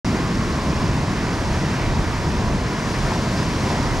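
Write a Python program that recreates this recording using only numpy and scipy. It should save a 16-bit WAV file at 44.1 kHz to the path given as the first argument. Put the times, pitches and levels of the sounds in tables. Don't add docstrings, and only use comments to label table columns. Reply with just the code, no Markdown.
import sys
import numpy as np
from scipy import signal
from scipy.fft import rfft, irfft
from scipy.io import wavfile

SR = 44100
rng = np.random.default_rng(int(sys.argv[2]) if len(sys.argv) > 2 else 0)


def digitize_waveform(pressure):
    field = np.atleast_2d(pressure).T
    bounded = np.clip(field, -1, 1)
    quanta = np.round(bounded * 32767).astype(np.int16)
    wavfile.write(sys.argv[1], SR, quanta)


N = 176400
T = np.arange(N) / SR
HZ = np.maximum(np.arange(N // 2 + 1) * SR / N, 1)

# frequency in Hz, coherence from 0 to 1.
PORT_COHERENCE = [(100, 1), (300, 1), (600, 0.99), (1000, .95), (1400, 0.83), (2100, 1), (3700, 0.56),
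                  (5300, 0.92), (8200, 0.66), (12000, 0.8)]
# frequency in Hz, lead of the left in radians.
PORT_PHASE_RAD = [(100, 0.15), (500, -0.35), (900, -0.41), (1250, -0.53), (1900, -0.54), (2900, -0.95),
                  (3600, -0.25), (4700, -0.17), (7400, 0.031), (11000, 0)]
# frequency in Hz, left minus right in dB.
PORT_BALANCE_DB = [(600, 0), (1050, 0.5), (1600, -.5), (3000, -1.2), (3900, 0), (5300, -1.5), (7500, 1),
                   (12000, 1.5)]

# frequency in Hz, relative density in dB.
WIND_SPECTRUM_DB = [(8, -30), (22, -8), (38, 0), (58, 0), (85, -1), (140, -5), (300, -35), (900, -78),
                    (5000, -100)]
# time in seconds, relative level in dB.
GUST_LEVEL_DB = [(0.1, -34), (0.32, -28), (0.5, -27), (0.62, -33), (0.8, -24), (0.95, -28), (1.18, -32.5),
                 (1.45, -26), (1.72, -32), (1.9, -22), (2.15, -26.5), (2.5, -24), (2.75, -31.5),
                 (3.05, -26.5), (3.25, -35), (3.45, -27), (3.68, -32), (3.87, -22), (4.0, -24.5)]

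# peak time in seconds, half length in seconds, level in dB.
SLOP_SWELLS = [(3.095, .055, -32), (3.39, .05, -38), (3.72, .17, -39.5)]
# frequency in Hz, relative density in dB.
SLOP_SPECTRUM_DB = [(100, -40), (500, -26), (900, -4), (1300, 4), (1850, 4), (2600, -21), (12000, -50)]
# peak time in seconds, half length in seconds, level in dB.
SIZZLE_SWELLS = [(3.39, .035, -37.5), (3.705, .025, -38.5)]
# frequency in Hz, relative density in dB.
SIZZLE_SPECTRUM_DB = [(1500, -25), (3500, -2), (5000, 9), (6500, -13), (9000, -21), (14000, -40)]

# frequency in Hz, relative density in dB.
FOAM_SPECTRUM_DB = [(700, -16), (1600, -1), (2600, -2.5), (3600, -3.5), (4500, -2), (5200, -1),
                    (6000, -3.5), (7700, -10), (8200, -14), (9600, -16), (11000, -21), (12200, -22),
                    (13300, -31), (14500, -41)]
# time in seconds, relative level in dB.
FOAM_LEVEL_DB = [(0.1, -36.5), (0.4, -38), (0.7, -37), (1.05, -38), (1.55, -36.5), (1.9, -37.5),
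                 (2.3, -37.5), (2.65, -38.5), (2.9, -36), (3.08, -35), (3.25, -36.5), (3.4, -35.5),
                 (3.7, -35), (4.0, -36)]
# time in seconds, left minus right in dB.
FOAM_PAN_DB = [(0.08, 0), (0.39, -0.5), (1.64, -0.5), (2.55, -0.5), (2.78, 1.5), (3.57, 1.5), (3.78, -1),
               (3.97, -1)]

# frequency in Hz, relative density in dB.
ROAR_SPECTRUM_DB = [(20, -33), (100, -21), (200, -4), (330, 1), (420, -1), (520, -3), (640, -1.5),
                    (820, -4), (1100, -4), (1400, -8), (1800, -8.5), (2200, -11), (3000, -19),
                    (5000, -31.5), (14000, -70)]
# time in seconds, relative level in dB.
ROAR_LEVEL_DB = [(0.1, -29.5), (0.45, -30.5), (0.75, -29.5), (1.1, -29.5), (1.6, -29.0), (2.2, -29.5),
                 (2.55, -30.0), (3.0, -28.5), (3.3, -30), (3.55, -29), (3.8, -28.5), (4.0, -29.5)]
# frequency in Hz, relative density in dB.
BOOM_SPECTRUM_DB = [(35, -40), (70, -4), (110, -2), (170, -0.5), (230, -2.5), (320, -8), (450, -17.5),
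                    (900, -43), (5000, -100)]
# time in seconds, relative level in dB.
BOOM_LEVEL_DB = [(0.1, -20.5), (0.32, -22.5), (0.45, -22), (0.62, -25), (0.8, -21), (1.0, -22), (1.2, -25),
                 (1.4, -26), (1.7, -23), (1.95, -25), (2.2, -28), (2.35, -23.5), (2.7, -26), (3.0, -25.5),
                 (3.2, -23), (3.55, -22.5), (3.85, -23), (4.0, -29)]
# time in seconds, centre in Hz.
HOLLOW_CENTRE_HZ = [(0.1, 1040), (0.55, 1090), (0.9, 990), (1.5, 945), (2.1, 950), (2.6, 1000), (3.1, 970),
                    (3.5, 1010), (3.9, 950)]
# time in seconds, level in dB.
HOLLOW_LEVEL_DB = [(0.1, -39), (0.55, -35.5), (0.9, -35), (1.3, -41), (2.4, -37), (2.8, -37.5),
                   (3.4, -38.5), (3.85, -33.5)]


def amp(db):
    return 10 ** (np.asarray(db) / 20)


def unit(x):
    return x / np.sqrt(np.mean(x ** 2))


def over_time(rows):
    return np.interp(T, *np.array(rows).T)


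def over_hz(rows):
    hz, value = np.array(rows).T
    return np.interp(np.log(HZ), np.log(hz), value)


def swells(rows):
    return sum(amp(db) * np.exp(-((T - peak_s) / half_s) ** 2) for peak_s, half_s, db in rows)


def colour(white, spectrum_db):
    return unit(irfft(rfft(white) * amp(over_hz(spectrum_db)), N))


def drift(rate_hz):
    return unit(irfft(rfft(rng.standard_normal(N)) * np.exp(-(HZ / rate_hz) ** 2), N))


def narrow_noise(centre_hz, half_width_hz):
    phase = 2 * np.pi * np.cumsum(centre_hz) / SR
    return np.array([drift(half_width_hz) * np.cos(phase) + drift(half_width_hz) * np.sin(phase)
                     for _ in range(2)])


def churn(flicker_db, rate_hz):
    spectrum, pair = rfft(rng.standard_normal((2, N))), 0
    for octave in range(12):
        band = np.maximum(1 - abs(np.log2(HZ / (SR / 2)) + octave), 0)
        pair = pair + irfft(spectrum * band, N) * amp(flicker_db * drift(rate_hz))
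    return pair


def spread(pair, coherence):
    mid = pair[0] * np.sqrt((1 + coherence) / 2)
    side = pair[1] * np.sqrt((1 - coherence) / 2)
    return np.array([mid + side, mid - side])


def ports(pair):
    lean = amp(over_hz(PORT_BALANCE_DB) / 2) * np.exp(1j * over_hz(PORT_PHASE_RAD) / 2)
    spectra = spread(rfft(pair), over_hz(PORT_COHERENCE))
    return irfft(spectra * np.array([lean, 1 / lean]), N)


def wind(gain_db=1.84, pan_db=-0.5):
    rumble = spread(colour(rng.standard_normal((2, N)), WIND_SPECTRUM_DB), coherence=0.94)
    return rumble * amp(gain_db + over_time(GUST_LEVEL_DB) + np.array([[pan_db], [-pan_db]]) / 2)


def plop(start_s=3.1203, pitch_hz=920, peak_db=-13.8, rise_s=0.002):
    age_s = np.maximum(T - start_s, 0)
    rise = age_s / rise_s
    envelope = rise * np.exp((1 - rise ** 2) / 2)
    return amp(peak_db) * envelope * np.sin(2 * np.pi * pitch_hz * age_s)


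def bubbles(low_hz, high_hz, bursts_per_s=700, spread_db=3, ring_cycles=4.3):
    pair = 0
    for hz in np.geomspace(low_hz, high_hz, 18):
        bursts = rng.random((2, N)) < bursts_per_s / SR
        strength = amp(spread_db * np.minimum(rng.exponential(size=(2, N)), 5))
        polarity = rng.choice([-1, 1], (2, N))
        pole = np.exp((2j * np.pi - 2 / ring_cycles) * hz / SR)
        ringing = signal.lfilter([1], [1, -pole], bursts * strength * polarity).imag
        pair = pair + np.sqrt(hz) * unit(ringing)
    return pair


def small_wave():
    slop = colour(bubbles(low_hz=586, high_hz=3900), SLOP_SPECTRUM_DB)
    sizzle = colour(bubbles(low_hz=3040, high_hz=10100), SIZZLE_SPECTRUM_DB)
    return ports(slop * swells(SLOP_SWELLS) + sizzle * swells(SIZZLE_SWELLS))


def foam(fizz_db=-3.5):
    hiss = colour(churn(flicker_db=0.5, rate_hz=13), FOAM_SPECTRUM_DB)
    fizz = amp(fizz_db) * colour(bubbles(low_hz=1240, high_hz=12750), FOAM_SPECTRUM_DB)
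    pan_db = over_time(FOAM_PAN_DB)
    return ports(hiss + fizz) * amp(over_time(FOAM_LEVEL_DB) + np.array([pan_db, -pan_db]) / 2)


def breakers(roar_gain_db=2.03, boom_gain_db=-0.3, flutter_db=0.22):
    roar = ports(colour(churn(flicker_db=1.03, rate_hz=4.3), ROAR_SPECTRUM_DB))
    roar *= amp(roar_gain_db + over_time(ROAR_LEVEL_DB))
    boom = ports(colour(churn(flicker_db=0.4, rate_hz=9), BOOM_SPECTRUM_DB))
    boom *= amp(boom_gain_db + over_time(BOOM_LEVEL_DB))
    hollow = ports(narrow_noise(over_time(HOLLOW_CENTRE_HZ), half_width_hz=95))
    hollow *= amp(over_time(HOLLOW_LEVEL_DB))
    return (roar + boom + hollow) * amp(flutter_db * drift(rate_hz=38))


def scene():
    return breakers() + foam() + small_wave() + wind() + plop()


def record(dry, start_s=0.046, cutoff_hz=14400):
    lowpass = signal.ellip(10, 0.1, 80, cutoff_hz, fs=SR, output="sos")
    return signal.sosfilt(lowpass, dry * (T >= start_s))


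dry = scene()
out = record(dry)
digitize_waveform(out)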